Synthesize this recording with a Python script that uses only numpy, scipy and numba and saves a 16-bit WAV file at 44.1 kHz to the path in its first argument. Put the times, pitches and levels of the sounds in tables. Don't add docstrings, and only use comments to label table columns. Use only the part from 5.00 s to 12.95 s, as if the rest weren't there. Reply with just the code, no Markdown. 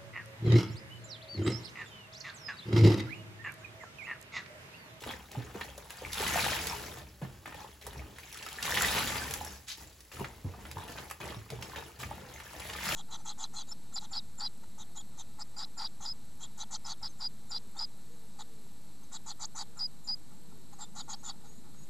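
import sys
import numpy as np
from scipy import signal
from scipy.fft import rfft, irfft, next_fast_len
from scipy.io import wavfile
from scipy.ndimage import uniform_filter1d
from numba import njit

SR = 44100
rng = np.random.default_rng(int(sys.argv[2]) if len(sys.argv) > 2 else 0)


def materialize(psi):
    bounded = np.clip(np.atleast_2d(psi).T, -1, 1)
    quanta = np.round(bounded * 32767).astype(np.int16)
    wavfile.write(sys.argv[1], SR, quanta)


N = 350595
T = np.arange(N) / SR
TICK = T[::40]

# [f/Hz, level/dB per Hz]
ROOM_AIR = [(20, -10), (40, 8), (65, 12), (120, -10), (300, -9), (15000, -12)]
# [f/Hz, width/Hz, level/dB]
BASIN_LOW_MODES = [(71, 20, 8.5), (122.7, 6.3, 6.5), (184.5, 9.2, 4.5), (230.5, 13, -4), (299, 9.8, -2.5)]
# [f/Hz, width/Hz, level/dB]
BASIN_AIR_MODES = [(422, 10, -5), (890, 110, -10.5), (1210, 114, -8), (1788, 69, -6.5)]
# [f/Hz, level/dB]
WATER_COLOUR = [(100, 0.5), (250, -6), (450, -1), (650, -2.5), (850, 0.5), (1100, -3), (1700, 1),
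                (3000, 2.5), (4800, 1.5), (7000, 3), (11000, 6.5), (15500, 5)]
# [t/s, level/dB, f/Hz, t60/s]
GULP_EVENTS = [(0.063, -38, 229, 0.15), (0.368, -32, 117, 0.18), (0.549, -35.5, 181, 0.097),
               (2.219, -31, 129, 0.13), (2.965, -42, 67, 0.33), (5.205, -33, 137, 0.12),
               (5.444, -31, 92, 0.16), (5.764, -39.5, 87, 0.18), (6.361, -43, 108, 0.3),
               (6.516, -41.5, 121.4, 0.38), (7.042, -40, 89, 0.15)]
# [t/s, peak level/dB, f/Hz, snap level/dB relative to the peak]
POP_EVENTS = [(0.036, -32, 1390, -12), (0.108, -29.5, 1490, -10), (0.316, -43.5, 7000, 2),
              (0.61, -24.5, 1260, -14), (0.777, -40, 710, 3.5), (0.904, -35, 1600, 1.5),
              (1.118, -40, 11200, 0), (1.131, -29.5, 5900, 2), (1.142, -34, 7360, 2), (1.233, -33, 2840, 1),
              (1.337, -24, 1770, -8), (1.527, -31, 2080, 0), (1.669, -33, 2500, 10.5),
              (1.984, -45.5, 1370, 6), (2.457, -29.5, 1270, -11), (2.524, -37, 1190, -12),
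              (2.866, -31.5, 860, 0), (3.184, -36.5, 1400, -3), (3.326, -48, 3470, 12),
              (3.344, -40.5, 4500, -1), (3.373, -43, 2830, 6), (3.426, -32, 2620, -24),
              (3.463, -29.5, 1270, -4.5), (3.486, -34, 3380, -21), (3.528, -47, 4530, 11),
              (3.626, -22, 2850, -4.5), (3.637, -32, 4500, -4), (3.772, -19, 1880, -20),
              (3.821, -24, 1290, 3), (3.98, -19.5, 1920, -28), (4.309, -33.5, 5450, 6),
              (4.338, -37, 3830, 15.5), (4.447, -36, 880, 5.5), (4.682, -39, 4570, 1),
              (5.005, -41.5, 5118, -19), (5.116, -40, 1270, -35), (5.244, -29.5, 1330, -37),
              (5.652, -36, 1300, -12), (5.713, -36.5, 2250, 2.5), (6.099, -38, 1490, 2),
              (6.11, -29, 1150, -2), (6.502, -34.5, 2250, -0.5), (6.624, -29.5, 2880, -32),
              (6.759, -29.5, 1750, -11), (7.031, -26.5, 1120, -12), (7.4, -34, 1470, -10),
              (7.597, -36.5, 2100, 0), (7.697, -31, 1950, -5), (7.733, -33, 2940, -12),
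              (7.888, -28, 2100, -16)]
# [t/s, level/dB, f/Hz]
PLOP_EVENTS = [(0.063, -32, 560), (0.351, -31, 785), (0.55, -28.5, 424), (0.779, -31.5, 576),
               (1.02, -28.5, 507), (1.05, -26.5, 2280), (1.204, -22.5, 430), (1.225, -27, 860),
               (1.358, -15.5, 713), (1.374, -24, 870), (1.464, -19.5, 800), (1.731, -26.5, 884),
               (2.216, -32, 414), (2.646, -33, 940), (2.874, -31.5, 494), (2.994, -37, 2250),
               (3.356, -37, 1290), (3.396, -38, 2760), (3.586, -28.5, 1760), (3.722, -20.5, 1810),
               (3.751, -22, 3140), (3.772, -21.5, 1950), (3.81, -17.5, 1450), (3.821, -18.5, 7200),
               (4.412, -26, 810), (5.206, -30, 373), (5.548, -39, 746), (5.77, -28, 960), (6.522, -33, 675),
               (6.719, -37, 1540), (6.734, -33, 1010), (7.112, -26, 844), (7.361, -38, 2110),
               (7.541, -35, 630), (7.751, -30, 1220)]
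# [t/s, length/s, squelch level/dB,
# gurgle and fizz level/dB relative to the squelch, wave level/dB]
STROKE_EVENTS = [(0, 0.064, -52, 0, -3.5, -54), (0.06, 0.072, -45.5, -0.5, -10, -51),
                 (0.308, 0.19, -52.5, 2.5, -9, -50), (0.538, 0.16, -51, 1.5, -5.5, -52.5),
                 (0.77, 0.1, -58, 2.5, -4, -87), (1.01, 0.017, -67, 17, -9, -43.5),
                 (1.97, 0.022, -52.5, 1, -31, -46), (2.212, 0.025, -54.5, 7, -9, -45),
                 (2.453, 0.048, -52, 3, -10.5, -52), (2.542, 0.11, -53, 3, -5.5, -61),
                 (2.81, 0.18, -57.5, -0.5, -3, -49.5), (2.9, 0.21, -57, 4.5, -13, -54),
                 (4.49, 0.058, -68, -17, 14.5, -54), (4.77, 0.068, -60.5, 1, 5.5, -53),
                 (5.113, 0.068, -50.5, -4.5, -2.5, -46), (5.189, 0.015, -50.5, 9, -4, -47),
                 (5.43, 0.16, -72.5, 18, -10, -48.5), (5.601, 0.13, -59, 1, -3, -48.5),
                 (5.756, 0.094, -51.5, 5, -5.5, -62), (5.876, 0.17, -51, 3, -3, -53),
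                 (6.2, 0.11, -46.5, 3, -7.5, -47.5), (6.501, 0.033, -61, 16, -2, -43),
                 (6.604, 0.28, -53, 3, -3, -59), (6.761, 0.015, -46.5, 3, -8.5, -69),
                 (6.986, 0.036, -49.5, 1, -0.5, -42.5), (7.088, 0.27, -55, 5, -8, -54),
                 (7.53, 0.39, -61, 10, -33, -50)]
# [t/s, length/s, final squelch level/dB]
LIFT_EVENTS = [(0.891, 0.35, -47), (3.15, 0.51, -46.5), (7.28, 0.58, -44.5)]
# [t/s, length/s, peak squelch level/dB]
WRING_EVENTS = [(1.122, 0.84, -33), (3.608, 0.9, -32.5), (7.802, 0.42, -34)]
# [t/s, level/dB]
GUSH_EVENTS = [(1.195, -34), (1.287, -42.5), (1.366, -33.5), (1.438, -33), (1.518, -34), (3.763, -33.5),
               (3.823, -31), (3.959, -31), (4.0, -36), (4.151, -38.5), (5.972, -40.5), (7.92, -38)]
# [f/Hz, lead/cycles]
LEFT_PHASE_LEAD = [(1200, 0), (2800, .07), (7450, 0), (8700, -.49), (9450, -.51), (10500, -1), (11600, -1),
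                   (12900, -1.49), (13750, -1.51), (14700, -2)]

DRAIN_MIX_DB = (-6, 0, -4, -11.5)
POUR_MIX_DB = (-9, -2.5, -5.5, -10.5)
POUR_FOLLOWS = (0.51, 0.95, 0.82, 0.3)
POUR_DELAY_S = (0.074, 0.023, 0.032, 0.073)
SETTLE_DB = (-11.5, -8, -8, -9)
REST_DB = (-77, -77, -69, -63)

STROKE_ATTACK_S, STROKE_SAG_DB_PER_S, STROKE_RELEASE_DB_PER_S = 0.0047, 20, 157.5
WAVE_SWELL_S, WAVE_RELEASE_DB_PER_S = 0.055, 58
DRAIN_GROWTH_DB_PER_S = 22.5
SETTLE_S = 0.14
WRING_PEAK_SHARE = 0.3
WRING_RISE_DB, WRING_FALL_DB, WRING_FALL_POWER = 6.5, 20, 1.39
SPLASH_DB, PLUNGE_DB = -7.5, -10
GUSH_S, GUSH_RELEASE_DB_PER_S = 0.011, 600
SUCK_START_S, SUCK_LENGTH_S, SUCK_DB = 4.667, 0.055, -43
POP_MID_HZ, POP_SHORTENING = 1640, 0.3
PLOP_MID_HZ, PLOP_RING_GROWTH = 1000, 0.41
MONO_HZ, CUTOFF_HZ = 6950, 15900


def from_db(db):
    return 10 ** (np.asarray(db) / 20)


def rms_one(x):
    return x / np.sqrt(np.mean(x ** 2) + 1e-20)


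def band(x, low_hz, high_hz, order=2):
    edges = [low_hz, min(high_hz, .48 * SR)]
    sos = signal.butter(order, edges, "band", fs=SR, output="sos")
    return signal.sosfilt(sos, x + 1e-18)


def coloured(x, spectrum):
    hz, db = np.transpose(spectrum)
    size = next_fast_len(N + SR // 10)
    bins = np.maximum(np.fft.rfftfreq(size, 1 / SR), 1)
    gain = from_db(np.interp(np.log(bins), np.log(hz), db))
    return irfft(rfft(x, size) * gain, size)[..., :N]


def resonances(x, modes):
    out = 0
    for hz, width, db in modes:
        radius = np.exp(-np.pi * width / SR)
        gain = from_db(db) * (1 - radius * radius) / 2
        poles = [1, -2 * radius * np.cos(2 * np.pi * hz / SR), radius * radius]
        out = out + gain * signal.lfilter([1, 0, -1], poles, x)
    return out


def evened(x, span_s):
    size = max(int(span_s * SR), 2)
    power = np.atleast_2d(x ** 2).mean(axis=0)
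    power = uniform_filter1d(uniform_filter1d(power, size), size)
    return x / np.sqrt(np.maximum(power, 0) + np.mean(x ** 2) / 1000)


def add(track, s, sound):
    start = max(int(s * SR), 0)
    track[..., start:start + sound.shape[-1]] += sound[..., :N - start]


def two_ears(size, apart):
    shared = rng.standard_normal(size)
    separate = rng.standard_normal((2, size))
    return (shared + apart * separate) / np.hypot(1, apart)


def gesture(s, length_s, attack_s, release_db_per_s):
    swell = np.clip((TICK - s) / attack_s, 0, 1)
    return swell * from_db(-release_db_per_s * np.clip(TICK - s - length_s, 0, 1))


def level_curve(power):
    return np.interp(T, TICK, 10 * np.log10(power + 1e-10))


@njit
def ring_bubbles(starts, step, cycles, sizes, rise, length):
    out = np.zeros(length)
    for k in range(len(starts)):
        life = int(cycles[k] * 2 * np.pi / step[k]) + 2
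        for i in range(min(life, length - starts[k])):
            age = i / life
            phase = step[k] * i * (1 + rise * age / 2)
            out[starts[k] + i] += sizes[k] * np.exp(-6.9 * age) * np.sin(phase)
    return out


def bubbles(level_db, per_s, low_hz, high_hz, cycles, spread_db, rise, tilt, even_s,
            crowding=.3, wall_db=-6, wall_s=.005, pan_db=2.2):
    rate = per_s * from_db(crowding * (level_db - np.median(level_db)))
    born = np.flatnonzero(rng.random(N) < rate / SR)
    pitch, size, damping, place, *paths = rng.random((6, N))[:, born]
    hz = low_hz * (high_hz / low_hz) ** pitch
    sizes = from_db(spread_db * np.minimum(-np.log(size), 4.5))
    sizes = sizes * (hz / low_hz) ** tilt * (-1.) ** born
    step = 2 * np.pi * hz / SR
    rings = cycles * 2 ** (2 * damping - 1)
    swarm = []
    for side, path in zip((1, -1), paths):
        panned = sizes * from_db(side * pan_db * (2 * place - 0.72))
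        direct = ring_bubbles(born, step, rings, panned, rise, N)
        reflected_at = born + (path * wall_s * SR).astype(int)
        echo = ring_bubbles(reflected_at, step, rings, sizes, rise, N)
        swarm.append(direct + from_db(wall_db) * echo)
    swarm = band(np.array(swarm), low_hz * 0.43, high_hz * 2.46)
    return from_db(level_db) * evened(swarm, even_s)


def room_air():
    return from_db(-61) * rms_one(coloured(two_ears(size=N, apart=0.2), ROOM_AIR))


def room(x, level_db, t60, size=4096):
    out, t = np.zeros((2, N)), T[:SR // 3]
    fade = from_db(-60 * t / t60) * (t > .003)
    for start in range(0, N, size):
        tails = two_ears(size=len(t), apart=1.59) * fade / np.linalg.norm(fade)
        add(out, T[start], signal.fftconvolve(x[:, start:start + size], tails, axes=1))
    return from_db(level_db) * band(out, 273, 23000, order=1)


def heave(level_db):
    rocking = resonances(rng.standard_normal(N), BASIN_LOW_MODES)
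    return from_db(level_db - 1.0) * evened(rocking, span_s=0.033)


def gulps(level_db, swell_s, glide, glide_s, churn):
    out, t = np.zeros(N), T[:SR // 2]
    for s, db, hz, t60 in GULP_EVENTS:
        phase = 2 * np.pi * np.cumsum(hz * (1 + glide * np.exp(-t / glide_s))) / SR
        wash = rms_one(band(rng.standard_normal(len(t)), hz * 1.43, hz * 3))
        envelope = from_db(db + level_db - 60 * t / t60) * (1 - np.exp(-t / swell_s))
        add(out, s, envelope * (np.sin(phase) + churn * wash))
    return out


def pops(ring_db, spray_db, snap_db, cycles, spray_s, snap_s, tear_s, rise=0.023):
    rings, sprays, snaps = np.zeros((3, 2, N))
    t = T[:SR // 10]
    for s, db, hz, bright_db in POP_EVENTS:
        brief = (POP_MID_HZ / hz) ** POP_SHORTENING
        tear = 1 - np.exp(-t / (tear_s * brief))
        age = np.minimum(t * hz / cycles, 2)
        grains = two_ears(size=len(t), apart=.4) * from_db(3 * rng.standard_normal(len(t)))
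        tone = np.sin(2 * np.pi * hz * t * (1 + rise * age / 2))
        spray = rms_one(band(grains, hz * 0.25, hz * 2.03))
        add(rings, s, from_db(db - 60 * age) * tone * (1 - np.exp(-t * hz)))
        add(sprays, s, from_db(db) * tear * np.exp(-t / (spray_s * brief)) * spray)
        add(snaps, s, from_db(db + bright_db) * tear * np.exp(-t / (snap_s * brief)) * rms_one(grains))
    sprays = from_db(spray_db) * band(sprays, 440, 17000)
    snaps = from_db(snap_db) * band(snaps, 2600, 9500, order=1)
    return from_db(ring_db) * rings + sprays + snaps


def plops(level_db, cycles, swell_cycles, rise):
    out, t = np.zeros(N), T[:SR // 8]
    for s, db, hz in PLOP_EVENTS:
        ring_cycles = cycles * (hz / PLOP_MID_HZ) ** PLOP_RING_GROWTH
        age = np.minimum(t * hz / ring_cycles, 2)
        envelope = from_db(db + level_db - 60 * age) * (1 - np.exp(-t * hz / swell_cycles))
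        add(out, s, envelope * np.sin(2 * np.pi * hz * t * (1 + rise * age / 2)))
    return out


def suck():
    gain = from_db(SUCK_DB) * gesture(SUCK_START_S, SUCK_LENGTH_S, attack_s=.025, release_db_per_s=480)
    level_db = level_curve(gain ** 2)
    pores = bubbles(level_db, per_s=1500, low_hz=3400, high_hz=7000, cycles=8, spread_db=3,
                    rise=.02, tilt=.05, even_s=.015, crowding=0)
    films = bubbles(level_db - 6, per_s=400, low_hz=2200, high_hz=8000, cycles=2, spread_db=3,
                    rise=0, tilt=.3, even_s=.03, crowding=0)
    return pores + films


def draining():
    total = 0
    for s, length_s, db in LIFT_EVENTS:
        growth = from_db(db + DRAIN_GROWTH_DB_PER_S * np.minimum(TICK - s - length_s, 0))
        total = total + growth * gesture(s, length_s, STROKE_ATTACK_S, STROKE_RELEASE_DB_PER_S)
    return total


def wringing(s, length_s, follows):
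    progress = np.clip((TICK - s) / length_s, 0, 1)
    slack = np.maximum(1 - progress / WRING_PEAK_SHARE, 0)
    emptied = np.maximum(progress - WRING_PEAK_SHARE, 0) / (1 - WRING_PEAK_SHARE)
    flow_db = -WRING_RISE_DB * slack ** 2 - WRING_FALL_DB * emptied ** WRING_FALL_POWER
    return from_db(follows * flow_db) * gesture(s, length_s, STROKE_ATTACK_S, STROKE_RELEASE_DB_PER_S)


def splashes():
    flow = sum(from_db(db) * wringing(s, length_s, follows=1.0) for s, length_s, db in WRING_EVENTS)
    flow_db = level_curve(flow ** 2)
    slaps = bubbles(flow_db + SPLASH_DB, per_s=130, low_hz=900, high_hz=5500, cycles=2.6, spread_db=2.5,
                    rise=0, tilt=.3, even_s=.08, crowding=0)
    glugs = bubbles(flow_db + PLUNGE_DB, per_s=90, low_hz=175, high_hz=260, cycles=7, spread_db=2.5,
                    rise=.1, tilt=0, even_s=.1, crowding=0)
    return slaps + glugs


def gushes():
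    power = 0
    for s, db in GUSH_EVENTS:
        gain = from_db(db) * gesture(s, GUSH_S, STROKE_ATTACK_S, GUSH_RELEASE_DB_PER_S)
        power = power + gain ** 2
    return bubbles(level_curve(power), per_s=900, low_hz=850, high_hz=4200, cycles=5.5, spread_db=3,
                   rise=.1, tilt=0, even_s=.015, crowding=0)


def stirring():
    power = np.outer(from_db(DRAIN_MIX_DB), draining()) ** 2
    for s, length_s, db, gurgle_db, fizz_db, wave_db in STROKE_EVENTS:
        push = gesture(s, length_s, STROKE_ATTACK_S, STROKE_RELEASE_DB_PER_S)
        push = push * from_db(db - STROKE_SAG_DB_PER_S * np.maximum(TICK - s, 0))
        power[:-1] += np.outer(from_db([gurgle_db, 0, fizz_db]), push) ** 2
        wave = gesture(s, length_s, WAVE_SWELL_S, WAVE_RELEASE_DB_PER_S)
        power[-1] += (from_db(wave_db) * wave) ** 2
    keep = np.exp(-TICK[1] / SETTLE_S)
    lingering = signal.lfilter([1 - keep], [1, -keep], power)
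    power += from_db(SETTLE_DB)[:, None] ** 2 * lingering
    for s, length_s, db in WRING_EVENTS:
        for part, (mix_db, follows, delay_s) in enumerate(zip(POUR_MIX_DB, POUR_FOLLOWS, POUR_DELAY_S)):
            pour = wringing(s + delay_s, length_s - delay_s, follows)
            power[part] += (from_db(db + mix_db) * pour) ** 2
    return [level_curve(p + from_db(rest_db) ** 2) for p, rest_db in zip(power, REST_DB)]


def spurts(per_s, fade_s, depth):
    kicks = (rng.random(N) < per_s / SR) * rng.uniform(0.081, 1, N)
    fading = signal.lfilter([1], [1, -np.exp(-1 / (fade_s * SR))], kicks)
    return evened(1 + depth * fading, span_s=0.03)


def stirred_water(gurgle_db, squelch_db, fizz_db):
    glug = bubbles(gurgle_db - 3.5, per_s=230, low_hz=116.0, high_hz=291, cycles=12.6, spread_db=7,
                   rise=0.12, tilt=0.059, even_s=0.048, wall_db=-29, pan_db=-2.0)
    gurgle = bubbles(gurgle_db + 0.5, per_s=380, low_hz=268, high_hz=1130, cycles=7.4, spread_db=4.5,
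                     rise=0.14, tilt=0.77, even_s=0.04)
    squelch = bubbles(squelch_db - 4, per_s=650, low_hz=1180, high_hz=4400, cycles=9.7, spread_db=3.2,
                      rise=0.16, tilt=0.2, even_s=0.03)
    fizz = bubbles(fizz_db - 3.5, per_s=2200, low_hz=4400, high_hz=15000, cycles=12, spread_db=4.4,
                   rise=.05, tilt=.07, even_s=.07, wall_db=-1)
    ticks = bubbles(fizz_db - 5.0, per_s=190, low_hz=1580, high_hz=13500, cycles=0.93, spread_db=-0.5,
                    rise=.01, tilt=0.4, even_s=0.38)
    drips = bubbles(squelch_db - 5, per_s=75, low_hz=900, high_hz=3800, cycles=18, spread_db=3.3,
                    rise=.22, tilt=.1, even_s=.12, crowding=.1)
    droplets = bubbles(fizz_db - 6.5, per_s=45, low_hz=3200, high_hz=11000, cycles=42, spread_db=4,
                       rise=.05, tilt=0, even_s=.14, crowding=.25)
    spurting = (gurgle + squelch + fizz + ticks) * spurts(per_s=37, fade_s=0.0044, depth=0.96)
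    return glug + drips + droplets + spurting


def scene():
    gurgle_db, squelch_db, fizz_db, wave_db = stirring()
    water = stirred_water(gurgle_db, squelch_db, fizz_db) + suck() + splashes() + gushes()
    water = water + pops(ring_db=.5, spray_db=-1.5, snap_db=7.5, cycles=13,
                         spray_s=.0045, snap_s=.0022, tear_s=.0018)
    water = water + plops(level_db=1.5, cycles=18.4, swell_cycles=0.49, rise=0.028)
    water = from_db(-1.5) * (water + resonances(water, BASIN_AIR_MODES))
    low_water = heave(wave_db) + gulps(level_db=7.0, swell_s=0.0058, glide=1.96, glide_s=0.004, churn=0.3)
    water = coloured(water + low_water, WATER_COLOUR)
    return water + room(water, level_db=-3.5, t60=0.15) + room_air()


def record(dry):
    size = next_fast_len(N + SR // 10)
    hz = np.fft.rfftfreq(size, 1 / SR)
    left, right = rfft(dry, size)
    mid = (left + right) / 2
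    side = (left - right) / 2 / np.sqrt(1 + (hz / MONO_HZ) ** 40)
    turn = np.exp(2j * np.pi * np.interp(hz, *np.transpose(LEFT_PHASE_LEAD)))
    heard = irfft(np.array([(mid + side) * turn, mid - side]), size)[:, :N]
    bass_cut = signal.butter(3, 35, "high", fs=SR, output="sos")
    top_cut = signal.ellip(10, .1, 80, CUTOFF_HZ, fs=SR, output="sos")
    return signal.sosfilt(top_cut, signal.sosfilt(bass_cut, heard))


dry = scene()
out = record(dry)
materialize(out)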